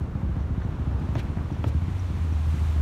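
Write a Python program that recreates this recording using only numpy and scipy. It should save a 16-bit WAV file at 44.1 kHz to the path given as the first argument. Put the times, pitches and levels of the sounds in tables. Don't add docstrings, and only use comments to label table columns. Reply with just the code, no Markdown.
import sys
import numpy as np
from scipy import signal
from scipy.fft import rfft, irfft
from scipy.io import wavfile
from scipy.ndimage import uniform_filter1d

SR = 44100
rng = np.random.default_rng(int(sys.argv[2]) if len(sys.argv) > 2 else 0)


def dump(signal):
    limited = np.clip(np.atleast_2d(signal).T, -1, 1)
    pcm = np.round(limited * 32767).astype(np.int16)
    wavfile.write(sys.argv[1], SR, pcm)


def ratio_of_db(decibels):
    return 10 ** (np.asarray(decibels, float) / 20)


N = 123921
T = np.arange(N) / SR
STEP_TAU = np.arange(SR // 8) / SR


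def idle():
    # (time [s], level [dB])
    firings = [(0.004, -22.5), (0.146, -20.5), (0.224, -21.5), (0.286, -23), (0.361, -21), (0.5, -21.5),
               (0.572, -22.5), (0.644, -21), (0.716, -25), (0.791, -23.5), (0.866, -19.5), (0.938, -26.5),
               (1.008, -23.5), (1.083, -21), (1.293, -23), (1.365, -22), (1.439, -25.5), (1.51, -21.5),
               (1.585, -24.5), (1.742, -20.5), (1.813, -23), (1.877, -21.5), (1.947, -32), (2.096, -23),
               (2.167, -25.5), (2.242, -26.5), (2.318, -25), (2.535, -22), (2.605, -27.5), (2.756, -25.5)]
    idle_s, weak_db = 0.0725, -30
    lag_s, return_s, return_db = 0.004, 0.035, -9
    rows = list(firings)
    for (a, _), (b, _) in zip(firings, firings[1:]):
        count = int(round((b - a) / idle_s))
        rows += [(a + (b - a) * k / count, weak_db) for k in range(1, count)]
    out = np.zeros(N)
    for (at, db), luck in zip(rows, rng.standard_normal((len(rows), 8))):
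        thump = exhaust_thump(luck)
        at += lag_s
        add(out, at, ratio_of_db(db) * thump)
        add(out, at + return_s * (1 + 0.08 * luck[1]), ratio_of_db(db + return_db + 2 * luck[2]) * thump)
    return out


def exhaust_thump(luck):
    # (frequency [Hz], T60 [s], level [dB])
    pipe = [(121.5, 0.03, -13), (206.6, 0.12, -9.5), (250.6, 0.18, -15), (292, 0.095, -10),
            (341.6, 0.071, -14)]
    start_hz, end_hz, sink_s = 274.7, 66.8, 0.0051
    thump_db, thump_t60_s, attack_s = 3, 0.25, 0.00247
    puff_db, puff_hz, puff_width_hz, puff_s = -22.5, 690, 715.0, 0.0075
    tau = np.arange(SR // 4) / SR
    turns = end_hz * (1 + 0.018 * luck[0]) * tau
    turns += (start_hz - end_hz) * sink_s * (1 - np.exp(-tau / sink_s))
    thump = -np.sin(2 * np.pi * turns) * ratio_of_db(thump_db - 60 * tau / thump_t60_s)
    for (hz, t60, db), chance in zip(pipe, luck[3:]):
        thump += ratio_of_db(db + 1.2 * chance) * ring(hz * (1 + 0.023 * chance), t60, tau)
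    thump *= np.minimum(tau / attack_s, 1)
    puff_env = ratio_of_db(puff_db + 3.8 * luck[2]) * np.exp(-tau / puff_s)
    return thump + burst(puff_hz, puff_width_hz, puff_env)


def car_drone():
    # (time [s], pitch [Hz], level [dB])
    drone = [(1.6, 75.8, -32), (1.622, 75.76, -18.5), (1.748, 76.2, -27.5), (1.878, 92.14, -28),
             (2.0, 92.53, -30.5), (2.198, 82.97, -24.5), (2.364, 77.87, -23), (2.728, 77.5, -25),
             (2.81, 74.6, -21)]
    phase = 2 * np.pi * np.cumsum(curve(drone) * (1 + 0.0051 * walk(7.76))) / SR
    fade = np.clip((T - drone[0][0]) / 0.14, 0, 1)
    level_db = curve(drone, axis=2) + 2.5 + 0.6 * walk(6)
    return fade * ratio_of_db(level_db) * np.sin(phase)


def car_tyres():
    # (time [s], level [dB])
    whoosh = [(0, -58.5), (.8, -55.5), (1.1, -53), (1.6, -51.5), (2.0, -49.5), (2.3, -49.5), (2.6, -48),
              (2.81, -48.5)]
    # (frequency [Hz], density [dB per Hz])
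    tread = [(410, -31), (700, -17.5), (777, -5.5), (1070, -4.5), (1780, -11.5), (2250, -12), (5100, -21),
             (8900, -29), (15600, -40)]
    bright_hz, brighten, near_db = 7040, 2.5, -50
    tyres = hiss(tread, slow_db=0.6, quick_db=0.8)
    top = signal.sosfiltfilt(signal.butter(1, bright_hz, "highpass", fs=SR, output="sos"), tyres)
    level_db = curve(whoosh)
    bright_top = top * ratio_of_db(brighten * (level_db - near_db))
    return ratio_of_db(level_db) * (tyres - top + bright_top)


def steps():
    # (time [s], heel level [dB], thud delay [s], scuff level [dB], scuff frequency [Hz])
    footfalls = [
        (1.1533, -24, 0.0059, -44.5, 2700),
        (1.6411, -23.5, 0.0172, -53, 4100),
    ]
    # (frequency [Hz], T60 [s], level [dB])
    heel = [(273, 0.026, 8), (480, 0.016, -10), (650, 0.015, 7), (910, 0.01, 6.5), (1230, 0.008, 3)]
    body_db, body_s = -7, 0.0059
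    thud_db, thud_hz, thud_t60_s = -14.5, 112.6, 0.15
    rough_db = -11.5 - 4
    scuff_delay_s, scuff_width_s = 0.041, 0.012
    tail_db, tail_s, tail_hz = -5, 0.03, 2400
    out, tau = np.zeros(N), STEP_TAU
    for at, heel_db, delay, scuff_db, hz in footfalls:
        knock = sum(ratio_of_db(db) * ring(f, t60, tau) for f, t60, db in heel)
        add(out, at + 0.00102, ratio_of_db(heel_db) * knock * rise(0.00092))
        body_env = ratio_of_db(heel_db + body_db) * np.exp(-tau / body_s) * rise(0.001)
        add(out, at + 0.001, burst(600.0, 900.0, body_env))
        rough = burst(240.0, 300.0, ratio_of_db(rough_db) * np.exp(-tau / 0.025))
        thud = ring(thud_hz, thud_t60_s, tau) + rough
        add(out, at + delay, ratio_of_db(thud_db) * thud * rise(0.006))
        grain = ratio_of_db(1.8 * walk(1000)[:len(tau)])
        scuff_env = bump(scuff_delay_s, scuff_width_s) * grain * ratio_of_db(scuff_db)
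        add(out, at, burst(hz, 2700.0, scuff_env))
        tail_env = ratio_of_db(scuff_db + tail_db) * np.exp(-tau / tail_s) * rise(0.005)
        add(out, at + scuff_delay_s, burst(tail_hz, 390.0, tail_env))
    return out


def heel_cracks():
    # (time [s], level [dB], frequency [Hz])
    cracks = [
        (1.1525, -46, 5500),
        (1.1525, -47, 6300),
        (1.153, -38, 2500),
        (1.1528, -46, 3500),
        (1.6403, -37, 2500),
        (1.6403, -37, 3200),
        (1.6403, -47, 4500),
        (1.6403, -51, 5400),
    ]
    out = np.zeros(N)
    for at, db, hz in cracks:
        add(out, at, ratio_of_db(db) * np.sin(2 * np.pi * hz * STEP_TAU) * bump(0.0014, 0.0007))
    return out


def sole_brush():
    # (time [s], width [s], level [dB], frequency [Hz])
    brushes = [
        (1.148, .011, -68, 12500),
        (1.17, .012, -50, 2200),
        (1.192, .01, -46, 1500),
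        (1.194, .008, -60, 10500),
        (1.43, .015, -74, 14000),
        (1.642, .005, -66, 12500),
        (1.681, .009, -57, 10500),
        (1.685, .009, -55, 4200),
    ]
    middle_s = 1 / 16
    out = np.zeros(N)
    for at, width, db, hz in brushes:
        add(out, at - middle_s, burst(hz, 0.9 * hz, ratio_of_db(db) * bump(middle_s, width)))
    return out


def grit_ticks():
    # (time [s], level [dB], frequency [Hz])
    ticks = [(.998, -57, 6500), (.998, -62, 12000), (1.312, -59, 10000), (1.545, -62, 13000),
             (1.905, -55, 11500), (2.185, -60, 13500), (2.66, -57, 10000)]
    out = np.zeros(N)
    for at, db, hz in ticks:
        add(out, at, burst(hz, 0.47 * hz, ratio_of_db(db) * np.exp(-STEP_TAU / 0.0014)))
    return out


def grit_crunch():
    # (time [s], level [dB], frequency [Hz])
    crunches = [(.216, -38, 800), (.248, -39, 800), (.618, -41, 1700), (.677, -38, 750), (.91, -41, 1300),
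                (1.084, -40, 700), (1.384, -43, 1300), (1.502, -37, 750), (1.565, -39, 750)]
    out = np.zeros(N)
    for at, db, hz in crunches:
        add(out, at, burst(hz, 0.6 * hz, ratio_of_db(db) * np.exp(-STEP_TAU / 0.005) * rise(0.001)))
    return out


def bird():
    # (time [s], length [s], frequency [Hz], level [dB])
    peeps = [(0.386, .06, 5800, -65), (0.625, .035, 5930, -64), (0.898, 0.044, 5100, -64),
             (.93, .12, 4900, -64), (1.045, 0.023, 5930, -65), (1.224, 0.017, 11700, -64),
             (1.515, .025, 5750, -58), (1.534, .02, 5800, -64), (1.978, .035, 5800, -53),
             (2.144, 0.034, 5940, -62), (2.315, 0.03, 5800, -57)]
    out = np.zeros(N)
    for at, length, hz, db in peeps:
        add(out, at, burst(hz, 0.07 * hz, ratio_of_db(db - 3) * np.hanning(int(length * SR))))
    return out


def distant_traffic():
    # (time [s], level [dB])
    swell = [(0, -32.5), (.25, -31), (.6, -31), (.95, -30), (1.3, -30.5), (1.7, -33), (2.1, -33.5),
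             (2.81, -33.5)]
    # (frequency [Hz], density [dB per Hz])
    rumble = [(15, -51), (25, -12.5), (59, -3.5), (89, -5.5), (290, -21), (483, -28.5), (1210, -34),
              (2300, -46.5), (15600, -73)]
    return ratio_of_db(curve(swell)) * hiss(rumble, slow_db=0.6, quick_db=1.0)


def walk(rate):
    k = int(SR / rate)
    held = np.repeat(rng.standard_normal(N // k + 1), k)
    return 0.9 * uniform_filter1d(uniform_filter1d(held, k), k)[:N]


def curve(table, axis=1):
    return np.interp(T, np.array(table)[:, 0], np.array(table)[:, axis])


def hiss(shape, slow_db, quick_db):
    f = np.maximum(np.fft.rfftfreq(N, 1 / SR), 1)
    hz, db = np.transpose(shape)
    spec = rfft(rng.standard_normal(N)) * ratio_of_db(np.interp(np.log(f), np.log(hz), db))
    out, shared = 0, walk(14)
    for octave in range(5, 15):
        share = np.clip(1 - abs(np.log2(f) - octave), 0, 1)
        out = out + irfft(spec * share, N) * ratio_of_db(slow_db * shared + quick_db * walk(20))
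    return out / np.std(out)


def burst(hz, width, env):
    edges = np.clip([hz - width / 2, hz + width / 2], 50, 0.45 * SR)
    band = signal.butter(2, edges, "bandpass", fs=SR, output="sos")
    noise = signal.sosfilt(band, rng.standard_normal(len(env)))
    return noise / np.std(noise) * env


def ring(hz, t60, tau):
    return np.sin(2 * np.pi * hz * tau) * ratio_of_db(-60 * tau / t60)


def rise(seconds):
    return np.minimum(STEP_TAU / seconds, 1)


def bump(middle, width):
    return np.exp(-0.5 * ((STEP_TAU - middle) / width) ** 2)


def add(out, at, sound):
    i = int(at * SR)
    out[i:i + len(sound)] += sound[:N - i]


def scene():
    car = car_drone() + car_tyres()
    feet = steps() + heel_cracks() + sole_brush() + grit_ticks() + grit_crunch()
    return (idle() + car + feet + bird() + distant_traffic())[None]


def band_limit(x):
    return signal.sosfilt(signal.butter(12, 15700, fs=SR, output="sos"), x)


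def record(dry):
    # (frequency [Hz], width [Hz], level [dB])
    dips = [(4910, 460, -4), (7800, 150, -2), (10400, 154, -3)]
    low_hz, top_hz = 36.7, 15750
    x = signal.sosfilt(signal.butter(2, low_hz, "highpass", fs=SR, output="sos"), dry)
    for hz, width, db in dips:
        peak = signal.lfilter(*signal.iirpeak(hz, hz / (2 * width), fs=SR), x)
        x = x - (1 - ratio_of_db(db)) * peak
    mix = signal.sosfilt(signal.ellip(10, 0.2, 80, top_hz, fs=SR, output="sos"), x)
    return band_limit(mix)


dry = scene()
out = record(dry)
dump(out)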